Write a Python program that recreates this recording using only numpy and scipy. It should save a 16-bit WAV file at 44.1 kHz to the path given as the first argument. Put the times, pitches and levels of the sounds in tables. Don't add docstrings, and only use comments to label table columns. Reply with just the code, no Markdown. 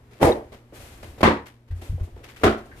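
import sys
import numpy as np
from scipy.fft import rfft, irfft
from scipy.io import wavfile
from scipy.ndimage import map_coordinates

SR = 44100
rng = np.random.default_rng(int(sys.argv[2]) if len(sys.argv) > 2 else 0)


def log_audio(samples):
    frames = np.atleast_2d(samples).T
    limited = np.clip(frames, -1, 1)
    pcm = np.round(limited * 32767).astype(np.int16)
    wavfile.write(sys.argv[1], SR, pcm)


N = 123479
T = np.arange(N) / SR
HZ = np.fft.rfftfreq(2 * N, 1 / SR)


def amp(db):
    return 10 ** (np.asarray(db) / 20)


def unit(x):
    return x / np.sqrt(np.mean(x ** 2) + 1e-20)


def along(points, hz):
    freqs, values = np.transpose(points)
    return np.interp(np.log(hz + 1), np.log(freqs + 1), values)


def filtered(x, gain):
    return irfft(rfft(x, 2 * N) * gain)[..., :N]


def wobble(rate):
    return map_coordinates(rng.standard_normal(4096), [T * rate], mode="wrap")


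def diffuse(gain):
    # (frequency [Hz], correlation [0-1])
    likeness = [(100, .99), (300, 0.97), (600, 0.845), (1100, 0.099), (2500, 0.015), (10000, .02)]
    turn = np.arccos(np.clip(along(likeness, HZ), -1, 1)) / 2
    mid, side = filtered(rng.standard_normal((2, N)), gain * np.array([np.cos(turn), np.sin(turn)]))
    return unit(np.array([mid + side, mid - side]))


def swell(start, rise, hold, t60):
    t = np.maximum(T - start, 0)
    return (1 - np.exp(-t / rise)) * np.exp(-np.log(1000) * np.maximum(t - hold, 0) / t60)


def pulse(gain):
    cepstrum = irfft(np.log(gain + 1e-6))
    cepstrum[1:N] *= 2
    cepstrum[N:] = 0
    wave = irfft(np.exp(rfft(cepstrum)))[:N]
    return wave / abs(wave).max()


def ring(modes, start, rise):
    t = np.maximum(T - start, 0)
    return sum(amp(db) * np.sin(2 * np.pi * hz * t) * swell(start, rise, 0, t60) for hz, db, t60 in modes)


def blows():
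    # (time [s], level [dB], rise [s], hold [s], slap [dB], slap cutoff [Hz], boom [dB])
    hits = [(0.2227, -13.5, 0.0056, 0.056, 0.5, 1220, -22), (1.2292, -12, 0.00092, 0.043, 1, 2500, -19),
            (2.4341, -13.5, 0.000783, 0.033, -5, 3000, -15.5)]
    # (frequency [Hz], level [dB])
    on_stool = [(20, -22.5), (40, -3.5), (80, -4.5), (110, -12), (145, -7), (185, -14.5), (270, -6),
                (350, -1), (420, -2.5), (520, -0.5), (680, -3), (810, -3.5), (1050, -12), (1450, -21.5),
                (1850, -17.5), (3000, -30.5), (7000, -35), (10000, -32.5), (14500, -39)]
    on_floor = [(20, -28), (45, -21), (80, 0), (112, -18), (145, -5.5), (215, -4.5), (260, -7), (340, -2.5),
                (520, -8.5), (750, -10), (1050, -5), (1400, -15), (1900, -12), (2600, -20.5), (4000, -26.5),
                (6000, -36), (9500, -42.5), (14500, -50.5)]
    last_blow = [(40, -15), (85, -7), (175, -16.5), (225, -7.5), (290, -9.5), (355, -0.5), (430, -2),
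                 (510, -11.5), (650, -6), (770, -6.5), (890, -17), (1030, -11.5), (1380, -9), (1700, -16.5),
                 (2300, -20.5), (3900, -27.5), (5000, -34), (14500, -47)]
    # (frequency [Hz], t60 [s])
    room_t60 = [(60, .33), (200, 0.26), (500, 0.29), (1500, 0.32), (4000, 0.26), (12000, 0.26)]
    # (frequency [Hz], hold [ratio])
    hold_share = [(100, 0.6), (400, 1.345), (1500, 0.75), (5000, 1.02), (12000, 0.17)]
    # (delay [s], level [dB])
    walls = [(.0075, -16), (.012, -1.5), (0.019, -10)]
    # (frequency [Hz], level [dB], t60 [s])
    boom = [(52, -1, 0.24), (84.2, 4.5, 0.23), (136.3, -5, 0.22)]
    direct = (0.001, 0.022)
    crumple_db, late_db = 0.8, -34.5
    out = np.zeros((2, N))
    octaves = 60 * 2. ** np.arange(9)
    bands = [np.interp(np.log(HZ + 1), np.log(octaves), row) for row in np.eye(len(octaves))]
    for hit, colour in zip(hits, (on_stool, on_floor, last_blow)):
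        start, db, rise, hold, slap_db, slap_hz, boom_db = hit
        gain = amp(along(colour, HZ))
        puff = diffuse(gain) * amp(crumple_db * wobble(rate=300))
        spectrum = rfft(unit(puff), 2 * N)
        for hz, band in zip(octaves, bands):
            attack = rise + 1 / (4 * hz)
            early = swell(start, attack, hold * along(hold_share, hz), along(room_t60, hz))
            late = amp(late_db) * swell(start, attack, hold=0, t60=0.53) / (1 + hz / 4000)
            out += amp(db) * (early + late) * irfft(spectrum * band)[:, :N]
        slap = -amp(slap_db) * pulse(gain / (1 + (HZ / slap_hz) ** 2))
        for delay, path_db in [direct] + walls:
            for mic in out:
                arrival = round((start + rise + delay * (1 + rng.normal(0, 0.014))) * SR)
                mic[arrival:] += amp(path_db) * slap[:N - arrival]
        out += amp(boom_db) * ring(boom, start + rise, rise=0.008)
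    return out


def snaps():
    # (time [s], level [dB])
    bites = [(0.2285, -21), (1.2316, -23.5), (2.44, -21.5)]
    # (frequency [Hz], level [dB])
    cover = [(300, -11), (1500, 10.5), (6000, -8.5), (14500, -17)]
    envelope = sum(amp(db) * swell(start, rise=0.0006, hold=0.0037, t60=0.026) for start, db in bites)
    return envelope * diffuse(amp(along(cover, HZ)))


def stool():
    hz, db, t60 = 3805, -22.5, 0.0362
    return ring([(hz, db, t60)], start=0.32, rise=0.00084)


def feet():
    # (time [s], level [dB], contact [s], damping [0-1])
    steps = [(.78, -42, 0.003, 0.41), (1.033, -37.5, 0.0024, 0.7), (1.07, -37, 0.0044, 0.14),
             (1.706, -21.5, 0.0041, 0.01), (1.897, -14, 0.0041, 1), (1.926, -20.5, 0.0014, 0.42),
             (2.011, -14, 0.0039, 0.81), (2.125, -28.5, 0.0064, 0.02), (2.211, -39, 0.0053, 0.1)]
    # (frequency [Hz], level [dB], t60 [s])
    floor = [(55.3, 0.5, 0.27), (87.62, 7, 0.36), (137.15, -1.5, 0.21)]
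    damp_s = 0.024
    out = np.zeros(N)
    for start, db, contact, damping in steps:
        thud = ring(floor, start, rise=0.0054) * np.exp(-damping * np.maximum(T - start, 0) / damp_s)
        soft_heel = np.exp(-(np.pi * HZ * contact) ** 2 / 2)
        out += amp(db) * filtered(thud, soft_heel)
    return out


def wood():
    # (time [s], level [dB])
    knocks = [(1.03, -40.5), (1.819, -41.5), (1.924, -48), (1.978, -47), (2.073, -44.5)]
    creaks = [(1.707, -54.5), (2.713, -46)]
    # (frequency [Hz], level [dB])
    knock_body = [(420, 4), (630, -1), (830, -9)]
    creak_body = [(1600, 2), (1850, -1), (2150, -10)]
    half_width_hz, knock_t60, creak_t60 = 140, 0.089, 0.17
    out = np.zeros((2, N))
    for events, body, t60 in (knocks, knock_body, knock_t60), (creaks, creak_body, creak_t60):
        colour = sum(amp(db) / (1 + ((HZ - hz) / half_width_hz) ** 2) for hz, db in body)
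        envelope = sum(amp(db) * swell(start, rise=0.0018, hold=0.00376, t60=t60) for start, db in events)
        out += envelope * diffuse(colour)
    return out


def cloth():
    # (time [s], body [dB], rustle [dB], rise [s], t60 [s])
    scuffs = [(0.107, -53.5, -54, 0.0085, 0.73), (0.197, -30, -48, 0.0099, 0.28),
              (.211, -18.5, -32, 0.0078, 0.27), (0.52, -40.5, -45.5, 0.0013, 0.23),
              (.722, -45, -60.5, 0.0045, 0.168), (1.028, -42, -43.5, 0.00085, 0.24),
              (1.178, -45.5, -51, .0015, 0.46), (1.206, -23, -34.5, 0.0022, 0.067),
              (1.457, -62.5, -45.5, 0.0022, 0.27), (1.678, -61, -61.5, 0.002, 0.18),
              (1.708, -54, -55.5, 0.0014, 0.17), (1.813, -51, -46.5, 0.00135, 0.24),
              (1.996, -42, -54, 0.0028, 0.16), (2.161, -48.5, -58.5, 0.00123, 0.67),
              (2.232, -59, -46.5, 0.0062, 0.26), (2.285, -69, -48, 0.0017, 0.33),
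              (2.361, -64, -49, 0.00228, 0.43), (2.41, -40.5, -53, 0.0054, 0.216),
              (2.572, -68, -46.5, 0.007, 0.16)]
    # (time [s], level [dB], rise [s], hold [s], t60 [s])
    slides = [(0.73, -46.5, 0.014, 0.11, 1.22), (0.998, -61, 0.046, 0.11, 0.38),
              (1.747, -58.5, 0.0085, 0.036, 0.34), (1.811, -48.5, 0.015, 0.042, 0.524),
              (2.026, -52.5, 0.0098, 0.012, .25), (2.65, -57, 0.003, 0.01, 0.12),
              (2.757, -52.5, 0.0099, 0.07, .4)]
    # (frequency [Hz], level [dB])
    body_eq = [(50, -9.5), (200, -9), (450, -2), (800, -10.5), (2000, -26.5), (5000, -50)]
    rustle_eq = [(200, -17), (800, 2.5), (2000, 7), (4000, -1), (8000, -10), (14500, -12.5)]
    hiss_eq = [(100, 4), (500, 9.5), (1000, 3.5), (2500, 4), (5000, -3.5), (10000, -4.5), (14500, -8.5)]
    body, rustle, hiss = (diffuse(amp(along(eq, HZ))) for eq in (body_eq, rustle_eq, hiss_eq))
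    rustle = unit(rustle * amp(2.5 * wobble(rate=300)))
    hiss = unit(hiss * amp(0.8 * wobble(rate=52)))
    scuffing = sum(swell(start, rise, rise, t60) * (amp(body_db) * body + amp(rustle_db) * rustle)
                   for start, body_db, rustle_db, rise, t60 in scuffs)
    sliding = hiss * sum(amp(db) * swell(start, rise, hold, t60) for start, db, rise, hold, t60 in slides)
    return scuffing + sliding


def room_tone():
    # (frequency [Hz], level [dB])
    mains = [(119, -56), (237, -66.5)]
    # (frequency [Hz], level [dB])
    air = [(25, -8), (70, 1), (160, -16.5), (340, -13), (700, -20), (2000, -28), (6000, -40.5),
           (14500, -46)]
    # (time [s], level [dB])
    shifting = [(0, -54.5), (.45, -50.5), (.68, -55.5), (.85, -49), (1.15, -47.5), (1.45, -56),
                (1.66, -63.5), (1.8, -50), (2.3, -53.5), (2.78, -46)]
    air_db = -62
    hum = sum(amp(db) * np.sqrt(2) * np.sin(2 * np.pi * (hz * T + rng.random())) for hz, db in mains)
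    shifting_db = np.interp(T, *np.transpose(shifting))
    return hum + np.hypot(amp(air_db), amp(shifting_db)) * diffuse(amp(along(air, HZ)))


def standing_waves():
    # (frequency [Hz], level [dB], t60 [s])
    modes = [(219.9, 1, 0.3), (285.6, 1, 0.33), (343.5, -1.5, 0.241)]
    peaks = [(hz, db, np.log(1000) / (np.pi * t60)) for hz, db, t60 in modes]
    return 1 + sum(amp(db) * 1j * HZ * width / (hz ** 2 - HZ ** 2 + 1j * HZ * width)
                   for hz, db, width in peaks)


def scene():
    # (frequency [Hz], left minus right [dB])
    balance = [(100, 1.1), (500, -1), (1200, -0.6), (2300, 4), (5000, 4), (10000, 8.5), (14000, 8)]
    left_leads_s = 0.00014
    lean = np.array([[0.5], [-0.5]])
    place = amp(lean * along(balance, HZ)) * np.exp(2j * np.pi * HZ * left_leads_s * lean)
    sources = blows() + snaps() + stool() + feet() + wood() + cloth() + room_tone()
    return filtered(sources, place * standing_waves())


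def record(dry):
    low_cut_hz, ceiling, top_hz = 11, 1.1, 14600
    thinned = filtered(dry, 1j * HZ / (low_cut_hz + 1j * HZ))
    rounded = thinned / (1 + (thinned / ceiling) ** 8) ** (1 / 8)
    return filtered(rounded, 1 / np.sqrt(1 + (HZ / top_hz) ** 240))


dry = scene()
out = record(dry)
log_audio(out)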